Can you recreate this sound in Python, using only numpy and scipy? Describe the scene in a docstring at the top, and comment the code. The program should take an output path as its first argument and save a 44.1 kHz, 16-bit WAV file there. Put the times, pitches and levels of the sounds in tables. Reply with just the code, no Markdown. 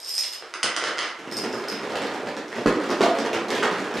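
"""A bare, echoing room in which a chain of dominoes falls before a close pair of microphones.
Small hard tiles patter on a wooden floor, a few larger blocks knock over, then a long spiral of hollow
plastic cases slaps down on carpet. Each contact is an impulse that excites damped modes (modal synthesis);
the room adds decaying noise as a diffuse echo. Low thumps of overload and a faint steady noise lie beneath."""
import sys
import numpy as np
from scipy import signal
from scipy.fft import rfft, irfft
from scipy.io import wavfile

SR = 44100
rng = np.random.default_rng(int(sys.argv[2]) if len(sys.argv) > 2 else 0)


def volts_from_db(level):
    """Convert decibel levels to linear amplitude ratios."""
    exponent = np.asarray(level, float) / 20
    return 10 ** exponent


def dump_mix(stems):
    """Bounce the given channels to the path in sys.argv[1] as a 16-bit WAV at rate SR."""
    frames = np.atleast_2d(stems).T  # one column per channel
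    limited = np.clip(frames, -1, 1)  # hard clip at full scale
    pcm = np.round(limited * 32767).astype(np.int16)
    wavfile.write(sys.argv[1], SR, pcm)


N = 176400  # samples, 4 s
PLACES = 4  # each source sounds from this many spots, its listed contacts dealt in turn


def at_hz(points, hz):
    """Spectra are read on a logarithmic frequency axis, as pitch is heard."""
    table_hz, values = np.array(points).T
    return np.interp(np.log(hz), np.log(table_hz), values)


def short_modes(colour, low_hz, high_hz, cycles, count):
    """Constant damping per cycle: modes spread evenly in pitch decay by 60 dB in the same number of cycles."""
    modes = []
    for hz in np.geomspace(low_hz, high_hz, count):
        level_db = at_hz(colour, hz) + 20 * np.log10(hz / 1000)  # the colour, raised 6 dB per octave
        modes.append((hz, level_db, cycles / hz))
    return modes


def patter(rows, per_s, spread_db):
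    """Random independent contacts: uniform times, table columns read there, exponential scatter in dB."""
    s, *columns = np.transpose(rows)
    candidates_per_s = 400
    draw = rng.random((int(candidates_per_s * (s[-1] - s[0])), 3))
    t = s[0] + draw[:, 0] * (s[-1] - s[0])
    scatter = -spread_db * np.log(1 - draw[:, 1] + 1e-3)
    silenced = draw[:, 2] > per_s / candidates_per_s  # thins the contacts to the wanted density
    db = np.interp(t, s, columns[0]) + scatter - 200 * silenced
    db = db - 10 * np.log10(per_s)  # denser contacts are each weaker
    return [t, db] + [np.interp(t, s, column) for column in columns[1:]]


def strike(t, db, modes, scatter_db, spread_s=0):
    """Modal impact: each contact excites every damped resonance with its own strength, sign and delay.
    db is contacts x modes; modes are (frequency [Hz], level [dB], t60 [s])."""
    gains = volts_from_db(db + scatter_db * rng.standard_normal(db.shape)) * rng.choice([-1, 1], db.shape)
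    at = np.clip((t[:, None] + spread_s * rng.random(db.shape)) * SR, 0, N - 1).astype(int)
    out = np.zeros(N)
    for (hz, level_db, t60), gain, index in zip(modes, gains.T, at.T):
        radius, w = volts_from_db(-60 / (t60 * SR)), 2 * np.pi * hz / SR
        resonance = [1, -2 * radius * np.cos(w), radius * radius]
        # a soft contact low-passes the blow an octave above the mode
        p = np.exp(-2 * w)
        poles = np.convolve(resonance, [1, -2 * p, p * p])
        # the difference [1, -1] passes on no slow push
        zeros = np.cos(w / 2) * (1 - p) ** 2 * np.array([1, -1])
        blows = np.bincount(index, gain * volts_from_db(level_db), N) + 1e-18
        out += signal.lfilter(zeros, poles, blows)
    return out


def crack(t, db):
    """Broadband impact transient: many short modes make a crack; db is contacts x modes or one column."""
    # colour of a crack: (frequency [Hz], level [dB])
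    crack_colour = [(250, -34), (700, -16), (1300, -12), (2500, -10.5), (4500, 0), (7500, -22.5),
                    (10000, -22), (13000, -35)]
    modes = short_modes(crack_colour, 310, 19000, cycles=6.0, count=30)
    return strike(t, db + np.zeros(len(modes)), modes, scatter_db=0.0, spread_s=0.0026)


def tiles(turn):
    """Stiff small bodies have high modes: hard tiles click on each other, singly and in a patter."""
    # single clear clicks: (time [s], relative ring level [dB], relative crack level [dB])
    tile_clicks = [(0.001, -24, -43.5), (0.047, -48, -46), (0.062, -35, -49), (0.0820, -22.5, -44),
                   (0.1121, -20, -53), (0.1431, -20, -39), (0.1795, -11, -26), (0.1884, -12.5, -50),
                   (0.2104, -16, -39), (0.2204, -25, -50), (0.2346, -27, -30), (0.264, -27, -56),
                   (0.3262, -22, -38), (0.3336, -21, -36.5), (1.3132, -27, -40.5), (1.3235, -23, -45),
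                   (1.368, -12.5, -54), (1.376, -14.5, -43), (1.4194, -36, -47), (1.5264, -30, -42),
                   (1.5582, -39, -52), (1.684, -18, -50), (1.699, -30, -41), (1.7147, -26, -48)]
    # patter of the tile row: (time [s], relative level [dB])
    tile_patter = [(0, -50), (.1, -35.5), (.22, -40), (.3, -44.5), (.36, -48), (.42, -75), (1.3, -79),
                   (1.33, -48), (1.43, -51), (1.6, -56), (1.68, -69), (1.74, -57), (1.8, -66)]
    # modes of a middling tile: (frequency [Hz], level [dB], t60 [s])
    tile_modes = [(4310, -16, 0.014), (5122, 3, 0.032), (5570, -9, 0.018), (6800, -4, 0.0035),
                  (8620, -6, 0.014), (11730, -8, 0.0081)]
    tiles_per_s, pitch_step = 230, 0.0078  # over all spots; relative pitch from spot to spot
    patter_t, patter_db = patter(tile_patter, tiles_per_s / PLACES, spread_db=3.5)
    click_t, ring_db, crack_db = np.transpose(tile_clicks[turn::PLACES])
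    t, patter_db = np.r_[click_t, patter_t], patter_db + 13
    pitch = 1 + pitch_step * (turn - (PLACES - 1) / 2)
    modes = [(hz * pitch, level_db, t60) for hz, level_db, t60 in tile_modes]
    ring_levels = np.r_[ring_db - 12, patter_db][:, None] + np.zeros(len(modes))
    rings = strike(t, ring_levels, modes, scatter_db=2.0, spread_s=0.0014)
    cracks = crack(t, np.r_[crack_db, patter_db - 18.5][:, None])
    return signal.sosfilt(signal.butter(6, 12800, fs=SR, output="sos"), rings + cracks)


def blocks(turn):
    """Larger bodies have lower modes: blocks knock, each with its own spectral tilt, and rattle between."""
    # knocks: (time [s], relative level [dB], brightness [dB per octave])
    block_knocks = [(0.4234, -26.5, -7), (0.5387, -13.5, 3), (0.5529, -25.5, -8), (0.630, -5.5, 4.5),
                    (0.6338, -12.5, 10.5), (0.6415, -10, -5), (0.7639, -10, 5.5), (0.7722, -18.5, -4.5),
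                    (0.823, -17.5, -6), (0.8389, -11, 2.5), (0.859, -23, -1), (0.8787, -15.5, -5.5),
                    (0.9748, -18.5, -5), (0.9822, -12.5, 3), (0.9888, -9.5, 1.5), (1.0294, -12, -1),
                    (1.0698, -18.5, -3.5)]
    # blocks sliding and settling: (time [s], relative level [dB])
    block_rattle = [(.4, -52), (.45, -50.5), (.62, -73), (.66, -35.5), (.75, -40), (.87, -27), (.96, -42),
                    (1.02, -28), (1.1, -40.5), (1.16, -79.5)]
    # block modes: (frequency [Hz], level [dB], t60 [s])
    block_modes = [(352, -21.5, 0.045), (570, -5.5, 0.0067), (1356, 1, 0.0067), (1530, 2, 0.0038),
                   (2020, -2, 0.012), (3030, 0.5, 0.0049), (5060, -8.5, 0.0084), (6250, -12.5, 0.0077),
                   (8440, -25, 0.012), (9400, -15.5, 0.0089)]
    rattles_per_s, tilt_pivot_hz = 300, 2000  # the rate is over all spots
    rattle_t, rattle_db = patter(block_rattle, rattles_per_s / PLACES, spread_db=4.0)
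    knock_t, knock_db, bright = np.transpose(block_knocks[turn::PLACES])
    t = np.r_[knock_t, rattle_t]
    db = np.r_[knock_db - 11, rattle_db + 11][:, None]
    bright = np.r_[bright, 0 * rattle_t][:, None]  # the rattle is untilted
    ring_octaves = np.log2(np.array(block_modes)[:, 0] / tilt_pivot_hz)
    rings = strike(t, db + bright * ring_octaves, block_modes, scatter_db=2.0, spread_s=.0012)
    crack_octaves = np.log2(np.geomspace(260, 13000, 30) / tilt_pivot_hz)
    cracks = crack(t, db - 11 + bright * crack_octaves)
    return signal.sosfilt(signal.butter(4, 8830, fs=SR, output="sos"), rings + cracks)


def cases(turn):
    """Heavily damped shell modes: hollow cases slap down in rapid repeated touches amid a clatter."""
    # slaps: (time [s], then relative levels of crack [dB], thud [dB], knock [dB], clack [dB])
    case_slaps = [(1.1887, -34.5, -29.5, -40, -31), (1.2417, -38, -47, -49, -35),
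                  (1.2741, -34, -28.5, -39, -39), (1.321, -35, -29, -37, -27), (1.3881, -29, -20, -47, -31),
                  (1.4387, -23.5, -19.5, -37, -22.5), (1.5333, -41, -23.5, -37, -28),
                  (1.6288, -42, -32, -52, -37), (1.7179, -23.5, -25, -35, -25),
                  (1.8328, -29, -28, -36, -34), (1.8986, -28.5, -36, -23, -41),
                  (1.955, -19.5, -22, -23, -27.5), (2.0195, -23.5, -23, -34, -23.5),
                  (2.1391, -29.5, -33, -32, -32), (2.2299, -46, -28, -31, -44),
                  (2.2706, -28, -24.5, -25.5, -31), (2.3667, -26, -27, -32, -27.5),
                  (2.5597, -26, -23.5, -30, -30), (2.583, -30, -26.5, -26, -40),
                  (2.6604, -16, -11.5, -18.5, -14), (2.799, -50, -30, -28, -28),
                  (2.8564, -31, -31, -48, -45), (2.8957, -31, -17.5, -25, -17.5),
                  (2.9122, -21.5, -36.5, -20, -43), (3.008, -15, -21.5, -12.5, -13),
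                  (3.029, -16.5, -22, -14.5, -28), (3.0594, -43, -40, -20, -47),
                  (3.089, -40, -49, -24, -48), (3.1868, -20.5, -20, -25, -24.5),
                  (3.249, -20, -24, -17.5, -24), (3.3311, -16.5, -26, -19, -31.5),
                  (3.3475, -25, -25, -44, -21.5), (3.3985, -35, -26, -41, -47),
                  (3.4834, -23, -23, -20.5, -34), (3.5040, -15.5, -25.5, -17, -24),
                  (3.5498, -18.5, -23.5, -23, -30), (3.5793, -21.5, -24.5, -46, -37),
                  (3.6295, -14.5, -28, -16, -13.5), (3.649, -45, -53, -25, -19),
                  (3.7124, -24, -20, -33, -21), (3.7827, -26, -23, -33, -33), (3.843, -28, -38, -44, -31),
                  (3.9405, -22.5, -31.5, -24, -42), (3.9713, -20.5, -40, -33, -25)]
    # clatter of the falling spiral: (time [s], relative level [dB], brightness [dB per octave])
    case_clatter = [(1.12, -47.5, -0.5), (1.35, -30.5, -0.5), (1.51, -30, 0.5), (2.21, -28.5, 1),
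                    (2.42, -36, 1), (2.62, -34, 2.5), (2.74, -27, 0.5), (2.86, -30.5, 2), (3.16, -27, 1),
                    (3.39, -31, 0), (3.65, -26, -0.5), (3.77, -30, 2), (4.0, -22, -2)]
    # colour of a hollow case: (frequency [Hz], level [dB])
    case_colour = [(100, -21.5), (200, -6.5), (300, 2.5), (420, 2.5), (650, -6.5), (1000, -7), (1500, -7.5),
                   (3000, -18), (6000, -27), (10000, -47), (15000, -104)]
    thud_hz, knock_hz, clack_hz, crack_hz = 288, 670, 1340, 2700
    touches, apart_s, loss_db, first_db = 7, .004, 1.48, 1.5  # mean spacing; loss per touch; first is harder
    clatters_per_s = 230  # over all spots
    shift = 1.04 ** turn  # each spot has its own pitch
    modes = short_modes(case_colour, 110 * shift, 13000 * shift, cycles=9.62, count=31)
    hz = np.array(modes)[:, 0]

    rows = np.array(case_slaps)[turn::PLACES]
    band_db = rows[:, [2, 3, 4, 1]] + [5.77, 8.5, 6.2, 7.04]  # thud, knock, clack, crack
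    band_hz = (thud_hz, knock_hz, clack_hz, crack_hz)
    slap_colour = np.array([at_hz(list(zip(band_hz, row)), hz) for row in band_db])
    k = np.arange(touches)
    slap_t = rows[:, :1] + apart_s * k * rng.uniform(.6, 1.4, (len(rows), touches))
    touch_db = -9.5 - loss_db * k + first_db * (k == 0)
    slaps = (slap_colour[:, None] + touch_db[:, None]).reshape(-1, len(hz))

    clatter_t, db, bright = patter(case_clatter, clatters_per_s / PLACES, spread_db=2.5)
    clatter = db[:, None] + 5.0 + bright[:, None] * np.log2(hz / 500)
    t = np.r_[slap_t.ravel(), clatter_t]
    return strike(t, np.r_[slaps, clatter], modes, scatter_db=4.0, spread_s=.0015)


def hollow_notes(turn):
    """Cavity resonance: the heaviest landings also sound the air inside one case, a single short note."""
    # air notes: (time [s], frequency [Hz], relative level [dB], t60 [s])
    air_notes = [(2.659, 330, -4, 0.015), (2.685, 299, -10.5, 0.029), (3.007, 395, -8.5, 0.036),
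                 (3.036, 670, -13.5, 0.087), (3.060, 670, -13.5, 0.055), (3.092, 700, -17, 0.059),
                 (3.138, 643, -23, .06), (3.6255, 1494, -14, .015), (3.640, 1400, -18, 0.012)]
    out = np.zeros(N)
    for s, hz, db, t60 in air_notes[turn::PLACES]:
        out += strike(np.array([s]), np.array([[db]]), [(hz, 0, t60)], scatter_db=1)
    return out


def room(x, wet_db):
    """Diffuse reverberation: noise that builds, then decays band by band, mostly alike at both microphones."""
    # reverberation time: (frequency [Hz], t60 [s])
    reverb_t60 = [(100, 0.31), (400, 0.62), (1500, 0.63), (5000, 0.36), (12000, 0.2)]
    # unshared part of the echo: (frequency [Hz], level [dB])
    unshared_echo = [(100, -47), (500, -23), (1500, -13.5), (4000, -8.5), (8000, -4), (13000, -11)]
    first_echo_s, build_s = 0.00087, 0.0031
    t = np.arange(SR) / SR
    hz = np.maximum(np.fft.rfftfreq(SR, 1 / SR), 1)
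    rise = 1 - np.exp(-np.maximum(t - first_echo_s, 0) / build_s)
    white = rng.standard_normal((2, SR))
    echo = 0
    for centre in 62.5 * 2. ** np.arange(9):  # overlapping octave bands
        decay = volts_from_db(-60 * t / at_hz(reverb_t60, centre))
        share = np.clip(1 - abs(np.log2(np.clip(hz, 62.5, 16000) / centre)), 0, 1)
        echo = echo + share * rfft(white * rise * decay) * np.sqrt(28 / SR)
    echo[1] *= volts_from_db(at_hz(unshared_echo, hz))
    responses = irfft(echo, SR)
    mid, side = signal.fftconvolve(x[None], responses, axes=1)[:, :N] * volts_from_db(wet_db)
    return np.array([x + mid + side, x + mid - side])


def low_thumps():
    """Damped oscillator: at the loudest impacts the recorder overloads and its level swings slowly."""
    # thumps at listed impacts: (time [s], relative level [dB])
    overload_thumps = [(0.631, -65), (2.661, -44), (3.012, -60), (3.989, -49)]
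    s, db = np.transpose(overload_thumps)
    return strike(s, db[:, None] + 12, [(27.5, 0, .2)], scatter_db=0)


def room_tone():
    """Stationary coloured noise: a faint steady tone of the room, nearly alike in both channels."""
    # spectrum of the noise: (frequency [Hz], relative level [dB])
    tone_colour = [(30, -28), (62, -4), (110, -19), (210, -10), (380, 5), (2000, 0.5), (8000, -14),
                   (15000, -31)]
    hz = np.maximum(np.fft.rfftfreq(N, 1 / SR), 1)
    mid, side = rfft(rng.standard_normal((2, N))) * volts_from_db(at_hz(tone_colour, hz))
    tone = irfft([mid + 0.1 * side, mid - 0.17 * side], N)
    return volts_from_db(-52.5) * tone / tone.std()


def scene():
    """Superposition: every spot adds its own echo; the microphone's high-pass thins the deep bass."""
    # echo level of the sources in the order below: (level [dB])
    echo_db = [6.5, 5.0, 5.5, -1]
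    picked_up = np.zeros((2, N))
    for source, wet_db in zip((tiles, blocks, cases, hollow_notes), echo_db):
        for turn in range(PLACES):
            picked_up += room(source(turn), wet_db)
    picked_up = signal.sosfilt(signal.butter(2, 114, "high", fs=SR, output="sos"), picked_up)
    left_db, right_db = 0.3, 2
    return (picked_up + low_thumps() + room_tone()) * volts_from_db(np.array([[left_db], [right_db]]))


def roll_off(x):
    """The treble ends steeply here."""
    return signal.sosfilt(signal.butter(12, 15710, fs=SR, output="sos"), x)


def record(dry):
    """Low-pass filtering and soft saturation: the top is rolled off and peaks are gently rounded."""
    dull = signal.sosfilt(signal.butter(4, 12800, fs=SR, output="sos"), dry)
    mix = 1.054 * np.tanh(dull / 0.8)
    return roll_off(mix)


dry = scene()
out = record(dry)
dump_mix(out)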